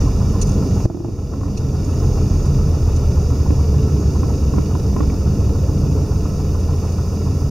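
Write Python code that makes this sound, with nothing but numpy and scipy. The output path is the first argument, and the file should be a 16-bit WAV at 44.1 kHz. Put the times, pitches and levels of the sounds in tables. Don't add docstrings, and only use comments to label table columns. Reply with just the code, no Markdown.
import sys
import numpy as np
from scipy import signal
from scipy.io import wavfile
from scipy.ndimage import uniform_filter1d

SR = 44100
rng = np.random.default_rng(int(sys.argv[2]) if len(sys.argv) > 2 else 0)


def level_to_linear(level):
    exponent = np.asarray(level, float) / 20
    return 10 ** exponent


def unload_wav(signal):
    wavfile.write(
        sys.argv[1],
        SR,
        np.round(np.clip(np.atleast_2d(signal).T, -1, 1) * 32767).astype(np.int16),
    )


N = 330750
T = np.arange(N) / SR

# (time [s], frequency [Hz])
ENGINE_SPEED = [(0.0, 85.72), (0.3, 86.58), (1.2, 86.41), (1.8, 84.37), (2.5, 84.19), (3.25, 83.24),
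                (4.2, 87.29), (5.2, 86.06), (5.7, 84.41), (6.1, 85.07), (6.7, 81.65), (7.1, 83.15),
                (7.5, 83.37)]
# (multiple of the four-stroke cycle [1], level [dB rms])
ENGINE_ORDERS = [(3, -49), (4, -35), (6, -34.5), (9, -26), (14, -29.5), (16, -37), (18, -32.5), (20, -33),
                 (21, -36), (27, -36), (43, -45), (60, -45)]
ENGINE_DB, ENGINE_DB_PER_HZ, ENGINE_PHASE = -22, -0.68, 5.67

# (time [s], frequency [Hz])
TREAD_TONE = [(0, 41.8), (1.4, 39.2), (2.25, 38.6), (3, 37.3), (4.7, 36), (5.25, 34.6), (5.8, 34.1),
              (6.6, 32.2), (7.5, 31.5)]
# (frequency [Hz], level [dB rms])
GEAR_LOW = [(31, -49), (34, -45), (35.2, -27), (36.1, -66), (37.2, -24), (38.6, -21.5), (39.3, -36.5),
            (42, -19)]
# (frequency [Hz], level [dB rms])
GEAR_HIGH = [(62, -40), (65.5, -34), (68.5, -20.5), (72, -28), (73, -18.5), (75, -19), (78.5, -32),
             (82, -35)]

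# (time [s], level [dB])
ROUGHNESS = [(0, 1), (.3, 0.5), (.65, 2.5), (.85, -0.5), (1.3, 3.5), (2, 0), (2.6, 0), (3.4, -1),
             (4.2, 0.5), (4.7, -1.5), (5, 0), (5.6, -0.5), (5.9, 3), (6.15, -2), (6.4, -1), (6.85, -4),
             (7.25, -2), (7.5, -5)]
# (frequency [Hz], density [dB per Hz])
RUMBLE = [(14, -20), (25, -6), (50, -5), (65, -2), (80, -4), (95, -1), (140, 2), (163, -7), (190, -2),
          (230, -9), (300, -8), (322, -19), (400, -45), (700, -120)]
# (frequency [Hz], density [dB per Hz])
BOOM = [(180, -52), (300, -17), (338, -1), (429, 0.5), (601, -9.5), (700, -11), (910, -46), (1540, -120)]
RUMBLE_DB, BOOM_DB, BOOM_SHARE = -19, -30, 0.59
# (frequency [Hz], width [Hz], boost [dB])
PANELS = [(420, 60, 3), (1050, 60, 4), (1318, 35, 9), (1445, 50, 5), (2600, 90, 2), (2811, 50, 4),
          (3619, 90, 2)]
# (frequency [Hz], density [dB per Hz])
COWL = [(360, -33), (620, -8.5), (761, -0.5), (981, -3), (1060, -4), (1250, -6), (1350, -10.5), (1610, -13),
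        (1650, -9.5), (2140, -48), (3630, -120)]
# (frequency [Hz], density [dB per Hz])
VALVES = [(700, -80), (1300, 3), (1500, 1), (2400, 0.5), (2900, 1.5), (3600, -1.5), (4250, -2), (4600, -38),
          (6000, -80)]
# (place in engine cycle [0-1], length [share of cycle], level over steady part [dB])
COWL_BURSTS = [(.125, .02, -5), (.47, .025, 0), (.55, .045, 5), (.63, .03, 0), (.83, .04, -2)]
# (place in engine cycle [0-1], length [share of cycle], level over steady part [dB])
VALVE_BURSTS = [(.15, .025, 1), (.47, .02, -8), (.635, .015, -4), (.82, .035, -1)]

AIR_DB, AIR_DB_PER_S = -42, -0.35
# (time [s], half length [s], boost [dB])
GUSTS = [
    (0, 0.048, 4),
    (6.867, 0.13, 1.5),
]
# (frequency [Hz], density [dB per Hz])
VENT = [(2500, -80), (3900, -36), (4250, -11), (4500, 0), (5000, 2), (6200, 2), (6800, 1.5), (7200, -9.5),
        (7800, -13), (9300, -9), (10500, -19), (13000, -80)]
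# (frequency [Hz], width [Hz], level [dB])
SLOT_TONE = (6245, 60, -60)
# (start [s], length [s], frequency [Hz], level [dB])
WHISTLES = [
    (.5, 1, 6570, -53),
    (1.8, .9, 6572, -51),
    (3.1, 1.65, 6565, -52),
    (4.85, .35, 6575, -54),
    (5.5, .5, 6572, -54),
    (6.1, .4, 6578, -54),
    (6.85, .65, 6580, -55),
    (2.2, .5, 4915, -57),
    (3.05, 1.3, 4918, -55),
    (6.9, .65, 4942, -51),
]
SLIDE_HZ, WAVER_HZ, FADE_S = 35, 9, .08

# (time [s], peak [dB], ring frequency [Hz])
TICKS = [(.4135, -15, 6430), (.422, -19, 6000), (.47, -29, 6300), (.49, -26, 6200), (.5124, -29, 6400),
         (.5357, -31, 6100), (1.572, -23, 5680), (1.5735, -31, 6500), (1.8444, -32, 6570),
         (2.456, -30, 6540), (2.961, -28, 6200), (3.215, -37, 6580), (6.602, -36, 5900), (6.753, -37, 6150),
         (6.85, -38, 6410), (6.92, -35, 5900)]
# (frequency [Hz], width [Hz], level [dB])
METAL = [(2660, 210, -6), (3680, 360, -15), (4170, 500, -7.5), (9250, 530, -8), (9940, 370, -15),
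         (10800, 790, -23)]
SCRAPE_S, TICK_PAN_DB, HEAVY_DB = .0065, -2.5, -14

# (time [s], peak [dB], mount sway [dB], bright edge [dB])
KNOCKS = [(0.802, -26, -11, -13), (1.336, -25, 2, -34), (1.411, -30, 2, -20), (1.433, -24.5, 2, -29),
          (1.457, -32, 7, -22), (1.481, -30, 0, -28), (2.725, -30, -9, -41), (3.303, -29.5, -10, -20),
          (3.506, -28.5, 20, -8), (4.154, -34, -10, -20), (4.232, -19.5, 6.5, -20), (4.537, -20.5, 9, -21),
          (4.583, -21, 12, -16), (4.711, -38, -12, -17), (4.752, -18.5, 0, -28), (4.964, -16.5, 4.5, -22),
          (5.005, -16.5, 9, -16), (5.034, -27, -9, -20), (5.099, -27.5, -2, -5), (5.785, -42, 0, -22),
          (6.255, -30, 0, -23), (6.4, -27, -14, -20), (6.834, -40, -9, -22)]
# (time [s], peak [dB], ring frequency [Hz], mount sway [dB])
BOUNCES = [
    (0.8544, -13, 610, 3),
    (.9, -21.5, 656, 1),
    (0.947, -33.5, 552, 13.5),
    (.972, -31.5, 574, 9),
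    (1.004, -33, 603, 12),
    (1.047, -24, 640, 5.5),
    (1.085, -31.5, 650, 9.5),
]
TRIM_HZ, TRIM_SPREAD_HZ, EDGE_DB, KNOCK_PAN_DB = 1055, 35, -35, 4
# (time [s], peak [dB], half length [s])
BUMP = (.8565, -2, .0012)
WIND_UP_HZ, WIND_UP_DB, WIND_UP_S = 118, -9, .022

# (frequency [Hz], density [dB per Hz])
HISS = [(600, -60), (4000, -16), (7000, -3), (11000, 3.5), (14500, 4.5), (15600, -0.5), (17000, -7)]
HISS_DB = -51.5
# (frequency [Hz], width [Hz])
NOTCHES = [(1604, 276), (2083, 307), (3187, 695), (4156, 350), (7865, 98)]
DROP_S, DROP_DB, RECOVER_DB_PER_S = .860, -12, 10.5
CEILING, EDGE_HZ = .95, 15760
# (frequency [Hz], correlation [-1 to 1])
SAME = [(60, .96), (160, .995), (300, .96), (600, .92), (1220, .9), (2010, .97), (5500, .9), (9080, -.6)]
# (frequency [Hz], left minus right [dB])
LEAN = [(60, -.5), (160, -.5), (270, -1.2), (600, -.4), (1220, -1), (2400, 0), (5500, -4.3), (7400, 1)]


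def evened(x):
    return x / np.sqrt(np.mean(x ** 2) + 1e-20)


def curve(rows):
    rows = np.asarray(rows)
    return np.interp(T, rows[:, 0], rows[:, 1])


def read(points, hz):
    f, value = np.transpose(points)
    return np.interp(np.log(hz + 1), np.log(f + 1), value)


def resonate(x, hz, width):
    return signal.lfilter(*signal.iirpeak(hz, hz / width, SR), x)


def wander(per_s):
    return np.interp(T * per_s, np.arange(1000), rng.standard_normal(1000))


def noise(shape, size, patchy_db, same=SAME, lean=LEAN):
    hop, hz = size // 4, np.fft.rfftfreq(size, 1 / SR)
    a, b, c, d, patches = rng.standard_normal((N // hop + 5, len(hz), 5)).T
    patches = uniform_filter1d(patches, size=6, axis=0)
    patches = evened(uniform_filter1d(patches, size=8, axis=1))
    peaks_db = sum(db / (1 + (2 * (hz - f) / w) ** 2) for f, w, db in PANELS)
    like = np.clip(read(same, hz), -1, 1)[:, None]
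    left = a + 1j * b
    right = like * left + np.sqrt(1 - like ** 2) * (c + 1j * d)
    z = np.array([left, right])
    z *= level_to_linear((read(shape, hz) + peaks_db)[:, None] + patchy_db * patches)
    z *= level_to_linear(np.outer([.5, -.5], read(lean, hz)))[:, :, None]
    return evened(signal.istft(z, nperseg=size, noverlap=size - hop)[1][:, :N])


def cycles():
    return np.cumsum(curve(ENGINE_SPEED)) / SR / 12


def engine():
    turn = 2 * np.pi * cycles()
    weak = 0
    for k, db in ENGINE_ORDERS:
        size = level_to_linear(db + 4.2 * wander(4.0))
        weak = weak + size * np.cos(k * turn + 6 * rng.random() + 0.74 * wander(4.0))
    strong = level_to_linear(ENGINE_DB + ENGINE_DB_PER_HZ * (curve(ENGINE_SPEED) - 85) + wander(3.5))
    return np.sqrt(2) * (strong * np.cos(12 * turn + ENGINE_PHASE) + weak)


def tyres():
    hz = curve(TREAD_TONE)
    turn = 2 * np.pi * np.cumsum(hz) / SR
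    low = level_to_linear(read(GEAR_LOW, hz))
    high = level_to_linear(read(GEAR_HIGH, 2 * hz) + 0.51 * wander(4.0))
    return np.sqrt(2) * (low * np.cos(turn) + high * np.cos(2 * turn))


def bursts(rows, uneven_db):
    power = np.ones(N)
    for at, length, db in rows:
        since = cycles() - at + .5
        size_db = db + uneven_db * rng.standard_normal(100)[np.floor(since).astype(int)]
        power += level_to_linear(2 * size_db) * np.exp(-.5 * ((since % 1 - .5) / length) ** 2)
    return evened(np.sqrt(power))


def airflow():
    gusts_db = sum(db * np.exp(-((T - s) / half) ** 2) for s, half, db in GUSTS)
    return level_to_linear(AIR_DB + AIR_DB_PER_S * T + gusts_db)


def airframe():
    rumble = level_to_linear(RUMBLE_DB + curve(ROUGHNESS)) * noise(RUMBLE, size=4096, patchy_db=0.96)
    boom = level_to_linear(BOOM_DB + BOOM_SHARE * curve(ROUGHNESS)) * noise(BOOM, size=1024, patchy_db=1.0)
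    cowl = level_to_linear(3.5) * noise(COWL, size=2048, patchy_db=0.83) * bursts(COWL_BURSTS, uneven_db=.6)
    valves = level_to_linear(-2.5) * noise(VALVES, size=1024, patchy_db=1.03) * bursts(VALVE_BURSTS, uneven_db=1.2)
    return rumble + boom + airflow() * (cowl + valves)


def vent():
    jet = level_to_linear(0.74) * noise(VENT, size=512, patchy_db=0.5) * airflow()
    hz, width, db = SLOT_TONE
    whistle = level_to_linear(db) * evened(resonate(rng.standard_normal(N), hz, width))
    waver = WAVER_HZ * wander(9.0)
    flicker = np.sqrt(2) * level_to_linear(2 * wander(12.0))
    for start, length, hz, db in WHISTLES:
        part = slice(round(start * SR), round((start + length) * SR))
        t = T[part] - start
        pitch = hz - SLIDE_HZ * np.exp(-t / .15) + waver[part]
        on = np.clip(np.minimum(t, length - t) / FADE_S, 0, 1)
        tone = np.cos(2 * np.pi * np.cumsum(pitch) / SR)
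        whistle[part] += on * level_to_linear(db) * flicker[part] * tone
    return jet + whistle * level_to_linear([[-6.5], [.5]])


def gain_db(t):
    fall = np.clip((t - DROP_S) / .0035, 0, 1)
    return fall * np.minimum(DROP_DB + RECOVER_DB_PER_S * (t - DROP_S), 0)


def place(out, s, sound, db, pan_db):
    sides_db = np.array([[.5], [-.5]]) * pan_db
    room = out[:, round(s * SR):]
    sound = sound * level_to_linear(db - gain_db(s - .001) + sides_db)
    room[:, :sound.shape[1]] += sound[:, :room.shape[1]]


def ticks():
    out, t = np.zeros((2, N)), T[:3000]
    for s, db, hz in TICKS:
        shared, *own = rng.standard_normal((3, len(t)))
        scrape = (shared + 1.1 * np.array(own)) * level_to_linear(-60 * np.maximum(t - SCRAPE_S, 0) / 0.041)
        heavy = hz < 5800
        own_ring = (hz, 650 if hz > 5800 else 150, .1)
        ring = 0
        for f, width, ring_db in [*METAL, own_ring]:
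            size = level_to_linear(ring_db + HEAVY_DB * heavy * (f > 8000))
            ring = ring + size * resonate(resonate(scrape, f, width), f, 2 * width)
        place(out, s, ring / abs(ring).max(), db, TICK_PAN_DB)
    return out


def jolt(t, half):
    return (1 - .5 * (t / half) ** 2) * np.exp(-.5 * (t / half) ** 2)


def bump():
    s, db, half = BUMP
    decay_s = np.where(T < s, WIND_UP_S, WIND_UP_S / 2)
    swing = np.cos(2 * np.pi * WIND_UP_HZ * (T - s)) * np.exp(-abs(T - s) / decay_s)
    return level_to_linear(db) * jolt(T - s, half) + level_to_linear(WIND_UP_DB) * swing


def knocks():
    out, lead = np.zeros((2, N)), .003
    t = np.maximum(T[:5000] - lead, 0)
    rows = [(*row, EDGE_DB) for row in BOUNCES]
    rows += [(s, db, TRIM_HZ, *rest) for s, db, *rest in KNOCKS]
    chances = rng.standard_normal((len(rows), 2))
    for (s, db, hz, sway_db, edge_db), (off, side) in zip(rows, chances):
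        hz = hz + TRIM_SPREAD_HZ * off * (hz > 850)
        modes = [(.74, 0.45), (1, 1), (1.23, 0.35), (1.7, 0.1)]
        ring = sum(np.sin(2 * np.pi * k * hz * t) * size for k, size in modes)
        ring *= level_to_linear(-60 * t / .03) * np.minimum(t / .0006, 1)
        sway = np.sin(2 * np.pi * 306 * t) * level_to_linear(-60 * t / 0.13) * [[-.1], [.8]]
        sway += np.sin(2 * np.pi * (352 - 250 * t) * t) * level_to_linear(-60 * t / .14) * .9 * (hz < 850)
        sway += 1.15 * jolt(T[:5000] - lead, 0.0007)
        edge = resonate(rng.standard_normal(len(t)), 2250, 950) * level_to_linear(15.0) * (t > 0)
        edge *= level_to_linear(-60 * t / .03)
        place(out, s - lead, ring + level_to_linear(sway_db) * sway + level_to_linear(edge_db) * edge, db, KNOCK_PAN_DB * side)
    return signal.lfilter(*signal.butter(4, 3000, fs=SR), out)


def scene():
    tones = (engine() + tyres()) * level_to_linear([[.8], [1.2]])
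    return tones + airframe() + vent() + ticks() + knocks() + bump()


def top_cut(x):
    return signal.sosfilt(signal.butter(12, 15990, fs=SR, output="sos"), x)


def record(dry):
    x = dry + level_to_linear(HISS_DB) * noise(HISS, size=512, patchy_db=0.0, same=[(1, 0.0046)], lean=[(1, 0)])
    for hz, width in NOTCHES:
        x = signal.lfilter(*signal.iirnotch(hz, hz / width, SR), x)
    x = signal.lfilter(*signal.butter(2, 16, "high", fs=SR), x)
    x = x * level_to_linear(gain_db(T)) * signal.windows.tukey(N, .002)
    x = x / (1 + (x / CEILING) ** 4) ** .25
    x = signal.sosfiltfilt(signal.ellip(10, .5, 60, EDGE_HZ, fs=SR, output="sos"), x)
    return top_cut(x)


dry = scene()
out = record(dry)
unload_wav(out)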